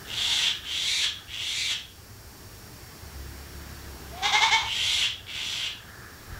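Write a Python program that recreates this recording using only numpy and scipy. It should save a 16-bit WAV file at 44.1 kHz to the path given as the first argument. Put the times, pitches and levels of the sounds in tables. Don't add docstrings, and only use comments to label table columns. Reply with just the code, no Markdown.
import sys
import numpy as np
from scipy import signal
from scipy.io import wavfile
from scipy.ndimage import uniform_filter1d

SR = 44100
rng = np.random.default_rng(int(sys.argv[2]) if len(sys.argv) > 2 else 0)


def wav_record(signal):
    frames = np.transpose(np.atleast_2d(signal))
    bounded = np.clip(frames, -1, 1)
    quanta = np.round(bounded * 32767).astype(np.int16)
    wavfile.write(sys.argv[1], SR, quanta)


N = 281799


def gain_of(db):
    return 10 ** (np.asarray(db) / 20)


def unit_rms(x):
    return x / np.sqrt(np.mean(x ** 2) + 1e-20)


def add(mix, start_s, sound):
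    part = mix[round(max(start_s, 0) * SR):][:len(sound)]
    part += sound[:len(part)]


def resonate(x, hz, width_hz):
    carrier = np.exp(2j * np.pi * np.cumsum(hz * np.ones(len(x))) / SR)
    pole = np.exp(-np.pi * width_hz / SR)
    return 2 * (carrier * signal.lfilter([(1 - pole) ** 2], [1, -2 * pole, pole * pole], x / carrier)).real


def body(x, modes):
    return sum((-1) ** k * gain_of(db) * resonate(x, hz, width_hz) * np.sqrt(SR / (np.pi * width_hz))
               for k, (hz, width_hz, db) in enumerate(modes))


def noise(spectrum, patchy_db):
    frames, bin_hz = N // 512 + 5, np.fft.rfftfreq(2048, 1 / SR)
    real, imag, patches = rng.standard_normal((frames, 1025, 3)).T
    patches = unit_rms(uniform_filter1d(uniform_filter1d(patches, 16, 0), 8, 1))
    hz, db = np.transpose(spectrum)
    colour_db = np.interp(np.log(bin_hz + 1), np.log(hz + 1), db, -90, -90)
    spectra = (real + 1j * imag) * gain_of(colour_db[:, None] + patchy_db * patches)
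    return unit_rms(signal.istft(spectra, nperseg=2048, noverlap=1536)[1][:N])


def scratches(per_s, spread_db):
    size = gain_of(spread_db * np.minimum(rng.exponential(1, len(per_s)), 4))
    sign = rng.choice([-1, 1], len(per_s))
    return unit_rms(size * sign * (rng.random(len(per_s)) < per_s / SR) / np.sqrt(per_s))


def distance():
    # (time [s], rumble [dB], wash [dB])
    levels = [(0, -48, -48), (1.0, -47, -49), (2.1, -47, -50), (3.2, -49.5, -48), (4.0, -51, -46.5),
              (4.65, -44, -45), (4.8, -43.5, -47.5), (6.15, -48, -47), (6.32, -36, -45.5),
              (6.39, -36, -46.5)]
    # (frequency [Hz], relative density [dB])
    rumble_spectrum = [(12, -44), (20, -11.5), (97, 5), (109, 3), (129, -25), (150, -28), (220, -14),
                       (290, -42), (480, -120)]
    # (frequency [Hz], relative density [dB])
    wash_spectrum = [(88, -81), (150, -1), (248, -5.5), (349, -5), (460, -6), (504, -12), (749, -9.5),
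                     (1300, -12.5), (1790, -13.5), (3500, -18.5), (4550, -19), (7700, -120)]
    time_s, rumble_db, wash_db = np.transpose(levels)
    t = np.arange(N) / SR
    rumble = gain_of(np.interp(t, time_s, rumble_db)) * noise(rumble_spectrum, patchy_db=1.0)
    wash = gain_of(np.interp(t, time_s, wash_db)) * noise(wash_spectrum, patchy_db=1.0)
    return rumble + wash


def camera(pulse_hz=292.98, hiss_db=-50.5):
    # (frequency [Hz], relative density [dB])
    hiss_spectrum = [(880, -47), (1500, -1), (1850, -1), (2210, -15), (3480, -18), (4590, 2.5), (5020, 1),
                     (5380, -2), (6180, -1), (7390, -4), (8080, -5.5), (14900, -3.5), (16000, -0.5)]
    # (multiple of pulse_hz, level [dB])
    overtones = [(18, -69), (19, -59.5), (21, -78), (22, -73), (23, -69), (25, -68), (26, -67.5),
                 (29, -72.5), (30, -78)]
    t = np.arange(N) / SR
    whine = sum(np.sqrt(2) * gain_of(db) * np.cos(2 * np.pi * k * pulse_hz * t) for k, db in overtones)
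    return gain_of(hiss_db) * noise(hiss_spectrum, patchy_db=.4) + whine


def rasp(floor_db=-72.5):
    # (centre [s], half length [s], level [dB])
    drags = [(.02, 0.075, -57), (.4, 0.55, -43.5), (1.17, 0.25, -47.5), (3.8, 0.97, -58.5),
             (5.5, 0.54, -48), (6.0, 0.29, -45), (6.37, 0.12, -43.5)]
    # (frequency [Hz], width [Hz], level [dB])
    modes = [(1250, 350, -7), (1680, 320, 0)]
    t = np.arange(N) / SR
    swells = sum(gain_of(db) * np.exp(-2 * ((t - mid_s) / half_s) ** 2) for mid_s, half_s, db in drags)
    return (gain_of(floor_db) + swells) * body(scratches(np.full(N, 1500.), spread_db=0.0), modes)


def broom():
    # (touch [s], lift [s], pressure [dB], swell [dB per tenfold time], bend [0-1],
    # main ring [Hz], ring width [Hz], handle thud [dB])
    strokes = [(0.028, 0.475, -25, 24, 0.03, 3170, 850, -29),
               (0.626, 1.039, -24.5, 15.5, 0.77, 3165, 850, -46),
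               (1.264, 1.715, -27.5, 14.5, 0.89, 3040, 880, -54),
               (4.64, 5.044, -22.5, 14, 0.32, 3004, 940, -33),
               (5.262, 5.661, -29, 11, 0.01, 3030, 1150, -31)]
    # (frequency [Hz], width [Hz], level [dB])
    tip_modes = [(4430, 240, -18.5), (5990, 1300, 4.5), (7080, 660, 2), (7880, 1130, -0.5),
                 (10100, 3200, -2.5)]
    # (multiple of twig_hz, width [Hz], level [dB])
    twig_modes = [(.88, 300, -4), (1.0, 280, 0), (1.2, 500, -6), (2.05, 900, -8)]
    # (frequency [Hz], width [Hz], level [dB])
    handle_modes = [(750, 130, 3), (890, 200, 0), (1590, 140, 2)]
    lift_db_per_s, tail_s, flick_s = -380, .2, .018
    straight_hz, slack_hz, slack_s = 1932, 1305, .052
    out = np.zeros(N)
    for touch_s, lift_s, peak_db, swell_db, max_bend, loose_hz, width_hz, thud_db in strokes:
        t = np.arange(touch_s, lift_s + tail_s, 1 / SR)
        along = np.clip((t - touch_s) / (lift_s - touch_s), .01, .999)
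        press_db = peak_db + swell_db * np.log10(np.sin(np.pi / 2 * along))
        press_db += lift_db_per_s * np.maximum(t - lift_s, 0)
        press_db += 6 * max_bend * np.exp(-((t - lift_s) / flick_s) ** 2)
        bend = max_bend * np.exp(-((along - .76) / .25) ** 2)
        fullness = np.sin(np.pi * along ** 1.5) ** .7
        slack = np.clip((t - lift_s) / slack_s + .5, 0, 1)
        ring_hz = loose_hz + 280 * fullness + 403 * bend
        twig_hz = (straight_hz + 486 * bend) * (1 - slack) + slack_hz * slack
        slips_per_s = np.clip(4000 * gain_of(1.4 * (press_db + 25)), 400, 9000)
        slips = scratches(slips_per_s, spread_db=-2.5)
        ring = body(slips, [(ring_hz, width_hz, -2)]) + body(slips, [(1.05 * ring_hz, 2 * width_hz, -7)])
        fixed_ring = body(slips, [(2880, 560, -17.0), (3520, 110, -11.5)])
        rings = gain_of(-1.5 * bend) * (ring + fixed_ring)
        tips = gain_of(-21 + 3.5 * fullness + 4 * bend) * body(slips, tip_modes)
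        twigs = body(slips, [(k * twig_hz, width, db) for k, width, db in twig_modes])
        twigs *= gain_of(-20 + 14 * bend + 3 * max_bend * slack)
        handle = gain_of(thud_db + 8 * (1 - along) ** 2) * body(slips, handle_modes)
        envelope = gain_of(press_db) * signal.windows.tukey(len(t), .03)
        add(out, touch_s, envelope * (rings + tips + twigs + handle))
    return out


def twig_catches(rise_s=.0004):
    # (time [s], level [dB])
    catches = [(0.6524, -25), (0.6654, -35), (0.6789, -30), (0.6974, -25), (1.2945, -30), (1.3079, -22),
               (5.2694, -22), (5.2824, -24), (5.2954, -20), (5.3063, -27), (5.3124, -28), (5.3234, -26),
               (5.3527, -26), (5.3644, -16)]
    t = np.arange(300) / SR
    ring = (np.sin(2 * np.pi * 3300 * t) + .6 * np.sin(2 * np.pi * 2400 * t)) / 1.5
    tick = t / rise_s * np.exp(1 - t / rise_s) * ring
    out = np.zeros(N)
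    for time_s, db in catches:
        add(out, time_s, gain_of(db) * tick)
    return out


def engine(waver_db=2.3):
    # (time [s], second order [Hz], level [dB])
    run = [(3.0, 74.6, -22), (3.1, 74, -57.5), (3.19, 66.6, -46.5), (3.45, 69.4, -53.5), (3.54, 69.4, -47),
           (3.78, 69.4, -49), (4.0, 66.7, -53), (4.3, 66.6, -53)]
    # (multiple of firing rate, level [dB])
    orders = [(1, -13), (2, 5.5), (3, -5), (4, -7), (5, -11), (6, -23), (8, -17.5), (10, -12)]
    time_s, second_hz, level_db = np.transpose(run)
    t = np.arange(time_s[0], time_s[-1], 1 / SR)
    turns = np.cumsum(np.interp(t, time_s, second_hz) / 2) / SR
    tone, out = np.zeros(len(t)), np.zeros(N)
    for k, db in orders:
        waver = unit_rms(uniform_filter1d(rng.standard_normal(len(t)), 3000))
        tone += gain_of(db + waver_db * waver) * np.sin(2 * np.pi * (k * turns + rng.random()))
    envelope = gain_of(np.interp(t, time_s, level_db)) * signal.windows.tukey(len(t), .2)
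    add(out, t[0], np.sqrt(2) * envelope * tone)
    return out


def goat():
    # (start [s], length [s], rise [s],
    # mouth opening [s], effort [dB], top pitch [Hz], upper resonances [dB], breath [dB])
    syllables = [(4.113, 0.31, .075, 0.057, -40.5, 374.6, -34, -3),
                 (4.211, 0.11, 0.05, 0.024, -27, 420.4, -6, 3.5),
                 (4.315, 0.104, .037, .012, -23.5, 428.2, -5, 2.5),
                 (4.403, 0.103, .033, .014, -23, 451.4, -3, 3.5),
                 (4.503, 0.14, 0.038, 0.0094, -21.5, 450, -3.5, -1),
                 (4.628, 0.062, 0.0223, 0.017, -30, 454.6, -10, 0)]
    # (frequency [Hz], width [Hz], level [dB])
    upper_modes = [(920, 140, -10), (1720, 480, -5), (2167, 140, 2.5), (2920, 1200, -8.5), (3490, 960, 2.5),
                   (5940, 2500, -6)]
    # (frequency [Hz], width [Hz], level [dB])
    breath_modes = [(960, 326, -6.5), (1450, 890, -12.5), (2240, 380, -8.5), (3510, 1130, -4),
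                    (5950, 2100, -13), (6870, 3400, -17.5)]
    onset_ratio, onset_db, sag_hz_per_s, fall_db_per_s = .855, -8, -160, -380
    upper_lead, breath_hold = .3, .91
    out = np.zeros(N)
    for start_s, length_s, rise_s, open_s, peak_db, top_hz, upper_db, breath_db in syllables:
        t = np.arange(0, length_s, 1 / SR)
        climb, past_peak_s = np.minimum(t / rise_s, 1), np.maximum(t - rise_s, 0)
        mouth = np.minimum(t / open_s, 1) ** 2
        rise_db, fall_db = peak_db + onset_db * (1 - climb), fall_db_per_s * past_peak_s
        hz = top_hz * (onset_ratio + (1 - onset_ratio) * climb) + sag_hz_per_s * past_peak_s
        jitter = .16 * uniform_filter1d(rng.standard_normal(len(t)), 100)
        turns = np.cumsum(hz * (1 + jitter)) / SR
        folds = unit_rms(sum(np.cos(2 * np.pi * k * turns) for k in range(1, 22)))
        uneven = 1 + .081 * np.cos(np.pi * turns)
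        puffs = unit_rms((.52 + np.exp(-(turns % 1) / .25)) * rng.standard_normal(len(t)))
        low = unit_rms(resonate(folds, 2 * hz, 190) + gain_of(-15.5) * resonate(folds, hz, 150))
        low *= gain_of(rise_db + fall_db)
        upper_gain = gain_of(rise_db + fall_db + upper_db - upper_lead * onset_db * (1.5 - climb))
        upper = body(upper_gain * mouth * uneven * folds, upper_modes)
        breath_gain = gain_of(rise_db + breath_db + (1 - breath_hold) * fall_db)
        breath = body(breath_gain * mouth * puffs, breath_modes)
        add(out, start_s, (low + upper + breath) * signal.windows.tukey(len(t), .15))
    return out


def yard(x):
    # (frequency [Hz], t60 [s])
    decay = [(200, 0.08), (900, 0.25), (2000, 0.35), (3500, 0.38), (6000, 0.32), (12000, 0.15)]
    taps = np.zeros(SR // 2 + SR // 4)
    slots = np.arange(300, len(taps) - 20, 20)
    taps[slots + rng.integers(0, 20, len(slots))] = rng.choice([-1., 1.], len(slots))
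    bin_hz, t, spectra = signal.stft(taps, SR, nperseg=256)
    hz, t60_s = np.transpose(decay)
    bin_t60_s = np.interp(np.log(bin_hz + 1), np.log(hz), t60_s)
    tail = signal.istft(spectra * gain_of(-60 * t / bin_t60_s[:, None]), SR, nperseg=256)[1]
    return signal.fftconvolve(x, tail / np.linalg.norm(tail))[:N]


def scene():
    bleat, sweep = goat(), broom() + twig_catches()
    echoes = yard(gain_of(0.9) * sweep + gain_of(-7.5) * bleat)
    return (sweep + bleat + echoes + rasp() + engine() + distance() + camera())[None]


def record(dry):
    threshold_db, cut_db_per_db, lag_s, edge_hz = -38.5, .47, .6, 15750
    power_db = 10 * np.log10(abs(uniform_filter1d(dry[0] ** 2, 2000)) + 1e-12)
    pole = np.exp(-1 / (lag_s * SR))
    over_db = signal.lfilter([1 - pole], [1, -pole], np.maximum(power_db - threshold_db, 0))
    ducked = dry / gain_of(cut_db_per_db * over_db)
    lowpass = signal.firwin(511, edge_hz, window=("kaiser", 9), fs=SR)
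    return signal.oaconvolve(ducked, lowpass[None], "same")


dry = scene()
out = record(dry)
wav_record(out)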